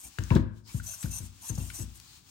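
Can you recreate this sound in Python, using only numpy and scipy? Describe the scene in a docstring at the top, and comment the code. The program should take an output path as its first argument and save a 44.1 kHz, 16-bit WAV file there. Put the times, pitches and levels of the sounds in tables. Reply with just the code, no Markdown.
"""On a work table in a small room, a steering servo swings a toy crawler's front wheels from side to side,
close by. Random impacts of gear teeth, coloured by the case, rasp in short bursts; gliding narrow-band tones
are the whine. Noise bands make linkage ticks, the knocks of bumps and rubbing fingers, and short sine bursts
the joint squeaks. Bumps boom as falling thuds, decaying table modes and a rattle; a short noise tail is the
room's answer. Beneath lie a low rumble and a soft hiss."""
import sys
import numpy as np
from scipy import signal
from scipy.fft import rfft, irfft, next_fast_len
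from scipy.io import wavfile
from scipy.ndimage import uniform_filter1d, map_coordinates

SR = 44100
rng = np.random.default_rng(int(sys.argv[2]) if len(sys.argv) > 2 else 0)


def pcm_store(signal):
    """Save signal as 16-bit PCM."""
    levels = np.round(np.clip(np.atleast_2d(signal), -1, 1) * 32767)
    wavfile.write(sys.argv[1], SR, levels.astype(np.int16).T)


N = 101429  # length in samples

# Servo moves. Each row: start in seconds, length in seconds, first and last level in dB before NEAR_DB.
MOVES = [(-0.02, 0.036, -55, -52), (0.022, 0.056, -47, -49.5), (0.682, 0.099, -64, -48),
         (0.825, 0.033, -45.5, -51), (0.85, 0.1, -44, -44), (0.958, 0.073, -55, -46.5),
         (1.03, 0.079, -48, -55.5), (1.101, 0.087, -43.5, -42.5), (1.2, 0.063, -58.5, -51.5),
         (1.404, 0.093, -53.5, -41.5), (1.516, 0.045, -63, -51), (1.569, 0.15, -47, -55),
         (1.727, 0.1, -44, -45), (1.935, 0.038, -59.5, -56.5)]
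SPIN_UP_S, COAST_S = 0.019, 0.012
# Tooth contacts a second, timing scatter in periods, size scatter in dB.
TOOTH_HZ, TOOTH_SCATTER, TOOTH_DB = 2305, .35, 4
# Uneven gear load in random knots a second and dB; sliding noise in dB against the contacts.
GRIND_RATE, GRIND_DB, SLIDE_DB = 130, 1, 1
PATCH_DB = 3  # random swelling of narrow bands
# Servo case response on the left. Each row: frequency in Hz, relative level in dB.
CASE_RESPONSE = [(60, -60), (400, -40), (650, -11.5), (1100, -13), (1400, -21), (1620, -14), (2200, -20),
                 (3300, -11.5), (3800, -17.5), (4800, -10.5), (5500, -6), (6100, -2.5), (7200, -1.5),
                 (9200, 1), (10600, -6.5), (11800, -5), (13000, -17), (14000, -5.5), (14900, -14),
                 (15800, -18)]
# Balance of the case. Each row: frequency in Hz, left minus right in dB.
CASE_BALANCE = [(1000, 0), (2700, -2.5), (4200, 10), (5000, 2), (6000, 13), (7000, 7), (9000, 4),
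                (10500, -0.5)]
# Likeness of the case sound at left and right. Each row: frequency in Hz, correlation.
CASE_CORRELATION = [(300, 0.59), (2000, 0.3), (8000, 0.75), (12000, 0.88)]
# Case resonances under heavy load. Each row: centre in Hz, width in Hz, relative level in dB.
CASE_MODES = [(2710, 79, -7.5), (4210, 430, -11), (6090, 290, 0), (6420, 760, -4)]
# Full load, level of the ringing there, and the power of load with which the ringing grows.
LOAD_DB, MODE_DB, MODE_GROWTH = -42, -4.5, 2.2
NEAR_DB = 4  # gain of the servo, close by

# Gear whines. Each row: start in seconds, length in seconds, first Hz, last Hz, level in dB.
WHINES = [(0.034, 0.028, 2300, 2400, -58), (0.98, 0.073, 7100, 8210, -48.5),
          (1.215, 0.042, 8100, 8000, -56), (1.655, 0.07, 7100, 4600, -60), (1.481, .028, 7500, 5860, -34.5),
          (1.596, 0.029, 2750, 2706, -56.5), (0.857, 0.062, 5950, 6200, -44),
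          (1.125, 0.08, 6100, 6300, -47), (1.788, 0.063, 7700, 8100, -47)]
WHINE_WIDTH_SHARE, WHINE_PAN_DB = .025, 12.5  # random knot rate per Hz of pitch; lean to the left
NEXT_GEAR_RATIO, NEXT_GEAR_DB = 1.35, -11.5  # mesh tone of the next gear stage

# Linkage ticks, and the bright knocks of some bumps. Each row: start in seconds, level in dB, centre in Hz,
# width in octaves, t60 in seconds.
TICKS = [(.186, -31.5, 1600, 0.13, 0.017), (.186, -39, 2880, 0.19, 0.022), (0.187, -36.5, 5000, 0.8, 0.019),
         (0.3082, -31.5, 965, 0.11, 0.13), (1.578, -39.5, 400, 1.5, .03), (.185, -40.5, 378, 0.34, 0.036),
         (0.2374, -32, 6060, 0.27, 0.0068), (.305, -26.5, 2460, .12, 0.018),
         (.352, -35.5, 3270, 1.14, 0.03), (.8, -46, 1760, 0.42, 0.026), (1.027, -37, 9900, 0.37, 0.019),
         (1.029, -41.5, 1760, 2.9, 0.13), (1.552, -41.5, 6540, 0.36, 0.041),
         (1.701, -39.5, 2500, 0.47, 0.038), (2, -40.5, 4840, 1.6, 0.011)]
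# Joint squeaks. Each row: middle in seconds, level in dB.
SQUEAKS = [(.802, -37), (0.939, -47), (1.059, -43.5), (1.704, -40)]
SQUEAK_HZ, SQUEAK_WIDTH_S, LINKAGE_PAN_DB = 1482, 0.0029, 7

# Bumps on the table. Each row: start in seconds, thud level in dB, final thud pitch in Hz, thud rise in seconds,
# ring level in dB, ring cut-off in Hz, rattle level in dB.
BUMPS = [(.187, -23, 64.7, 0.0097, -30, 124, -43), (.309, -11.5, 78, 0.0076, -23, 208, -27),
         (0.3561, -10, 97, 0.0053, -25, 282, -26), (0.7436, -22, 79.8, 0.0089, -36, 145, -49),
         (1.0409, -22, 79.7, 0.0062, -32.5, 127, -44.5), (1.202, -34, 69, 0.009, -37.5, 139, -52.5),
         (1.4974, -26.5, 82.5, .015, -33.5, 143, -44), (1.5817, -22.5, 73, 0.0058, -33, 146, -45.5),
         (1.786, -43, 180.3, 0.011, -48, 293, -53), (1.8009, -29, 67, 0.009, -35.5, 130, -48.5)]
THUD_CHIRP, THUD_CHIRP_S = 1.4, .012  # high bending waves arrive first: share of extra pitch, its decay
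# Table and room modes. Each row: frequency in Hz, relative level in dB, t60 in seconds.
TABLE_MODES = [(59.04, -1.5, 0.41), (91.05, 1.5, 0.38), (108, -8, 0.63), (145, -3, 0.27),
               (173.8, -4.5, 0.26), (197, -2.5, 0.17), (219.1, -7.5, 0.45), (245.7, 2, 0.27),
               (294.4, 3, 0.12), (320.3, -7, 0.3), (365, -3.5, 0.17)]
RING_DELAY_S, RING_RISE_S = .012, 0.01  # the ring builds as waves return from the edges
MODE_SPREAD = .35  # phase scatter of each mode, radians
# Rattle spectrum. Each row: frequency in Hz, relative level in dB.
RATTLE_SPECTRUM = [(30, -17), (200, 7.5), (350, 17.5), (450, -6.5), (640, -4), (740, -3), (1000, 1.5),
                   (1300, -4), (1650, -0.5), (2100, -14.5), (4000, -15), (8000, -31), (14000, -68)]
RATTLE_RISE_S, RATTLE_T60_S = .002, .14
RATTLE_RATE, RATTLE_ROUGH_DB = 122.2, 1.5  # random knots a second, unevenness
# Loose things on the table. 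Each row: frequency in Hz, relative level in dB, t60 in seconds.
LOOSE_THINGS = [(406, -17, 0.27), (477.6, -10.5, 0.13), (515, -9.5, .18), (613, -10.5, 0.13),
                (651, -12, .15), (923, -15, 0.22), (1033, -15.5, .14), (1610, -30, 0.35)]
LOOSE_DETUNE = .015  # things shift a little at each bump
BUMP_PAN_DB = 5.8

# Fingers shifting on plastic. Each row: middle in seconds, half length in seconds, centre in Hz, level in dB.
SCUFFS = [(0.052, 0.017, 780, -60.5), (0.702, 0.018, 1020, -59.5), (0.703, 0.016, 2300, -58),
          (0.683, 0.031, 5000, -57.5), (1.447, 0.019, 980, -56), (2.111, 0.11, 4330, -62)]
SCUFF_OCTAVES = 0.25

# Level of the hiss. Each row: time in seconds, level in dB.
HISS_LEVEL = [(0, -58), (.15, -54.5), (0.358, -49.5), (.46, -78), (.52, -78.5), (.58, -62), (0.634, -77),
              (.68, -51), (.8, -56), (1.05, -53.5), (1.25, -54), (1.315, -59.5), (1.45, -53), (1.8, -52),
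              (1.881, -57), (2.172, -53.5), (2.227, -63.5), (2.3, -53.5)]
# Hiss spectrum. Each row: frequency in Hz, relative level in dB.
HISS_SPECTRUM = [(450, -44), (707, -9.5), (1080, -5.5), (1940, -9.5), (2670, -5), (7670, -4),
                 (13000, -18.5), (15800, -6)]
# Likeness of diffuse noise at left and right. Each row: frequency in Hz, correlation.
NOISE_CORRELATION = [(100, 0.96), (1000, 0.17), (8000, 0.089)]
NOISE_PAN_DB = 5.5
# Level of the rumble. Each row: time in seconds, level in dB.
RUMBLE_LEVEL = [(0, -70), (0.066, -55.5), (.14, -69.5), (.6, -62), (.7, -58.5), (.95, -69), (1.38, -62.5),
                (1.46, -62.5), (1.6, -55.5), (2.0, -63.5)]
# Rumble spectrum. Each row: frequency in Hz, relative level in dB.
RUMBLE_SPECTRUM = [(15, -32), (28, -7), (60, 5.5), (115, 2.5), (300, -5.5), (480, -17.5), (1100, -33),
                   (2000, -53)]

# Room decay. Each row: frequency in Hz, t60 in seconds.
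ROOM_T60 = [(100, 0.46), (400, 0.43), (1500, 0.56), (5000, 0.33), (12000, 0.035)]
ROOM_DB, DIFFUSE_HZ = -13, 143  # level of the tail; the room is diffuse above this frequency
# Phase of the microphone pair. Each row: frequency in Hz, lead of the left in radians.
PAIR_PHASE = [(20, -1.5), (100, 0.55), (380, 0.46), (620, 2), (3200, 1.3), (4800, -0.04), (5900, 1.8),
              (7700, -1.8), (8300, -6), (9700, -9), (11600, -12), (12800, -14), (13100, -16.5),
              (14600, -18), (15000, -16.5)]
LOW_CUT_HZ, TOP_HZ = 30, 15900


def amp(db):
    """Decibels to amplitude ratio."""
    return 10 ** (np.asarray(db) / 20)


def unit(x):
    """Normalise to rms 1."""
    return x / np.sqrt(np.mean(x ** 2) + 1e-20)


def along(points, hz):
    """Interpolate (Hz, value) points on a logarithmic frequency axis."""
    f, v = np.transpose(points)
    return np.interp(np.log(hz + 1), np.log(f + 1), v)


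def since(s):
    """Elapsed seconds since s, zero before it."""
    return np.maximum(np.arange(N) / SR - s, 0)


def wobble(rate):
    """Low-pass randomness: a smooth curve through rate random knots a second."""
    knots = rng.standard_normal(int(N * rate / SR) + 4)
    return map_coordinates(knots, [np.arange(N) * rate / SR])


def filtered(x, response):
    """Linear filtering: the spectrum of x times a response of frequency."""
    m = next_fast_len(N + SR // 2)
    return irfft(rfft(x, m) * response(np.fft.rfftfreq(m, 1 / SR)), m)[..., :N]


def octave_band(centre_hz, octaves, steepness):
    """Resonant colouring: stereo noise in a band symmetric in octaves, rms 1."""
    def response(hz):
        distance = np.log2((hz + 1) / centre_hz) / octaves
        return 1 / (1 + distance ** 2) ** steepness
    return unit(filtered(rng.standard_normal((2, N)), response))


def pan(db):
    """Level difference: left and right gains whose mean is 1."""
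    g = amp(np.array([[.5], [-.5]]) * db)
    return g / g.mean(axis=0)


def spread(pair, spectrum, correlation):
    """Partial coherence: two signals as mid and side of coloured stereo, rms 1."""
    def response(hz):
        turn = np.arccos(np.clip(along(correlation, hz), -.99, .99)) / 2
        return amp(along(spectrum, hz)) * [np.cos(turn), np.sin(turn)]
    mid, side = filtered(pair, response)
    return unit(np.array([mid + side, mid - side]))


def noise(spectrum):
    """Diffuse field: partly coherent stereo noise, leaning left."""
    return spread(rng.standard_normal((2, N)), spectrum, NOISE_CORRELATION) * pan(NOISE_PAN_DB)


def servo():
    """Forced and resonant response: teeth excite the case, whose modes ring under load as moves start and coast."""
    effort = np.zeros(N)
    for s, length, first_db, last_db in MOVES:
        t = since(s)
        spin = np.minimum(t / SPIN_UP_S, 1) * np.exp(-since(s + length) / COAST_S)
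        load = amp(np.interp(t, [0, length], [first_db, last_db]) - LOAD_DB)
        effort = np.hypot(effort, spin * load)
    mesh = patchy(np.array([teeth(), teeth()]))
    rasp = spread(mesh, CASE_RESPONSE, CASE_CORRELATION)

    def resonances(hz):
        return sum(amp(db) / (1 + 1j * (hz - c) / width) ** 2 for c, width, db in CASE_MODES)
    ring = unit(filtered(mesh[0], resonances))
    sound = effort * rasp + amp(MODE_DB) * effort ** MODE_GROWTH * ring
    left, right = sound * amp(LOAD_DB + NEAR_DB + GRIND_DB * wobble(GRIND_RATE))
    return np.array([left, filtered(right, lambda hz: amp(-along(CASE_BALANCE, hz)))])


def teeth():
    """Impact and friction: uneven tooth contacts over the noise of sliding flanks."""
    slide = rng.standard_normal(N)
    timing, size = rng.standard_normal((2, int(TOOTH_HZ * N / SR)))
    at = (np.arange(len(timing)) + TOOTH_SCATTER * timing) * SR / TOOTH_HZ
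    contacts = np.bincount(np.clip(at, 0, N - 1).astype(int), amp(TOOTH_DB * size), N)
    return unit(contacts) + amp(SLIDE_DB) * slide


def patchy(x):
    """Random modulation: narrow bands swell and fade, alike in both channels."""
    z = signal.stft(x, nperseg=1024)[2]
    field = rng.standard_normal(z.shape[1:])
    for axis in (0, 1):
        field = uniform_filter1d(field, size=4, axis=axis)
    return signal.istft(z * amp(PATCH_DB * unit(field)), nperseg=1024)[1][:, :N]


def whines():
    """Gear-mesh frequency: two fuzzy tones glide as the motor speeds up or slows."""
    def fuzzy_tone(phase, width):
        return np.array([wobble(width) * np.cos(phase) + wobble(width) * np.sin(phase) for _ in range(2)])
    out = np.zeros((2, N))
    for s, length, first_hz, last_hz, db in WHINES:
        u = np.minimum(since(s) / length, 1)
        phase = 2 * np.pi * np.cumsum(first_hz + (last_hz - first_hz) * u) / SR
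        width = WHINE_WIDTH_SHARE * first_hz
        next_gear = amp(NEXT_GEAR_DB) * fuzzy_tone(NEXT_GEAR_RATIO * phase, width)
        out += amp(db) * np.sin(np.pi * u) * (fuzzy_tone(phase, width) + next_gear)
    return out * pan(WHINE_PAN_DB)


def linkage():
    """Impact and stick-slip: joints tick as the slack is taken up, bumps add short decaying knocks, and now and
    then a joint gives a tiny squeak."""
    out = np.zeros((2, N))
    for s, db, centre_hz, octaves, t60 in TICKS:
        t = since(s)
        band = octave_band(centre_hz, octaves, 1.34)
        out += (t > 0) * amp(db - 60 * t / t60) * (band + band[0]) / 2  # the sides share the left noise
    for s, db in SQUEAKS:
        t = np.arange(N) / SR - s
        out += amp(db) * np.exp(-(t / SQUEAK_WIDTH_S) ** 2) * np.sin(2 * np.pi * SQUEAK_HZ * t)
    return out * pan(LINKAGE_PAN_DB)


def bumps():
    """Impulsive excitation: each bump gives a thud, a table ring and a rattle of loose things."""
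    low, shake = np.zeros((2, N)), np.zeros(N)
    for s, thud_db, hz, rise_s, ring_db, cut_hz, rattle_db in BUMPS:
        t = since(s)
        low -= amp(thud_db) * thud(t, hz, rise_s)
        low += table_ring(s, ring_db, cut_hz)
        jolt = amp(rattle_db) * (1 - np.exp(-t / RATTLE_RISE_S))
        shake += jolt * amp(-60 * t / RATTLE_T60_S)
        low += jolt * loose_things(t)
    rattle = shake * amp(RATTLE_ROUGH_DB * wobble(RATTLE_RATE)) * noise(RATTLE_SPECTRUM)
    return low * pan(BUMP_PAN_DB) + rattle


def thud(t, hz, rise_s):
    """Dispersion of bending waves: a pulse whose pitch falls to hz."""
    cycles = hz * (t + THUD_CHIRP * THUD_CHIRP_S * (1 - np.exp(-t / THUD_CHIRP_S)))
    return (t / rise_s * np.exp(1 - t / rise_s)) ** 2 * np.sin(2 * np.pi * cycles)


def table_ring(s, ring_db, cut_hz):
    """Modal superposition: decaying sines, weaker above the cut-off."""
    t, late = since(s), since(s + RING_DELAY_S)
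    build_up = 1 - np.exp(-(late / RING_RISE_S) ** 2)
    out = np.zeros((2, N))
    for mode_hz, db, t60 in TABLE_MODES:
        strength = amp(ring_db + db + rng.normal(0, 1)) / np.hypot(1, (mode_hz / cut_hz) ** 2)
        phase = 2 * np.pi * mode_hz * t + rng.normal(0, MODE_SPREAD, (2, 1))
        out += strength * amp(-60 * late / t60) * build_up * np.sin(phase)
    return out


def loose_things(t):
    """Free vibration: slightly detuned decaying sines."""
    out = np.zeros(N)
    for hz, db, t60 in LOOSE_THINGS:
        shifted_hz = hz * (1 + rng.normal(0, LOOSE_DETUNE))
        out += amp(db - 60 * t / t60) * np.sin(2 * np.pi * (shifted_hz * t + rng.random()))
    return out


def scuffs():
    """Friction noise: fingers on plastic rub in soft, brief swells."""
    t = np.arange(N) / SR
    out = np.zeros((2, N))
    for s, half, hz, db in SCUFFS:
        out += amp(db) * np.exp(-((t - s) / half) ** 2) * octave_band(hz, SCUFF_OCTAVES, 1.55)
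    return out * pan(NOISE_PAN_DB)


def room(x):
    """Reverberation: a short noise tail above the deep modes, in which the treble dies first."""
    hz, t, z = signal.stft(rng.standard_normal((2, SR // 2)), SR, nperseg=256)
    decay = amp(-60 * t / along(ROOM_T60, hz)[:, None])
    tail = signal.istft(z * decay, SR, nperseg=256)[1]
    wet = signal.fftconvolve(x, tail / np.linalg.norm(tail[0]), axes=1)[:, :N]
    return filtered(wet, lambda hz: hz / np.hypot(hz, DIFFUSE_HZ))


def background():
    """Stationary noise under level curves: a rumble swells as the toy is handled, and a soft hiss dips briefly."""
    hiss_db = np.interp(since(0), *np.transpose(HISS_LEVEL))
    rumble_db = np.interp(since(0), *np.transpose(RUMBLE_LEVEL))
    return amp(hiss_db) * noise(HISS_SPECTRUM) + amp(rumble_db) * noise(RUMBLE_SPECTRUM)


def scene():
    """Superposition: near sources, their reverberation and the background."""
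    near = servo() + whines() + linkage() + bumps() + scuffs()
    return near + amp(ROOM_DB) * room(near) + background()


def record(dry):
    """Phase difference and band limits: two microphones, thin in the deepest bass, silent above TOP_HZ."""
    def low_cut(hz):
        return -hz ** 2 / (LOW_CUT_HZ ** 2 - hz ** 2 + 1j * hz * LOW_CUT_HZ)
    pair = filtered(dry, lambda hz: np.exp(1j * np.array([[.5], [-.5]]) * along(PAIR_PHASE, hz)))
    return filtered(pair, lambda hz: low_cut(hz) * (hz < TOP_HZ))


dry = scene()
out = record(dry)
pcm_store(out)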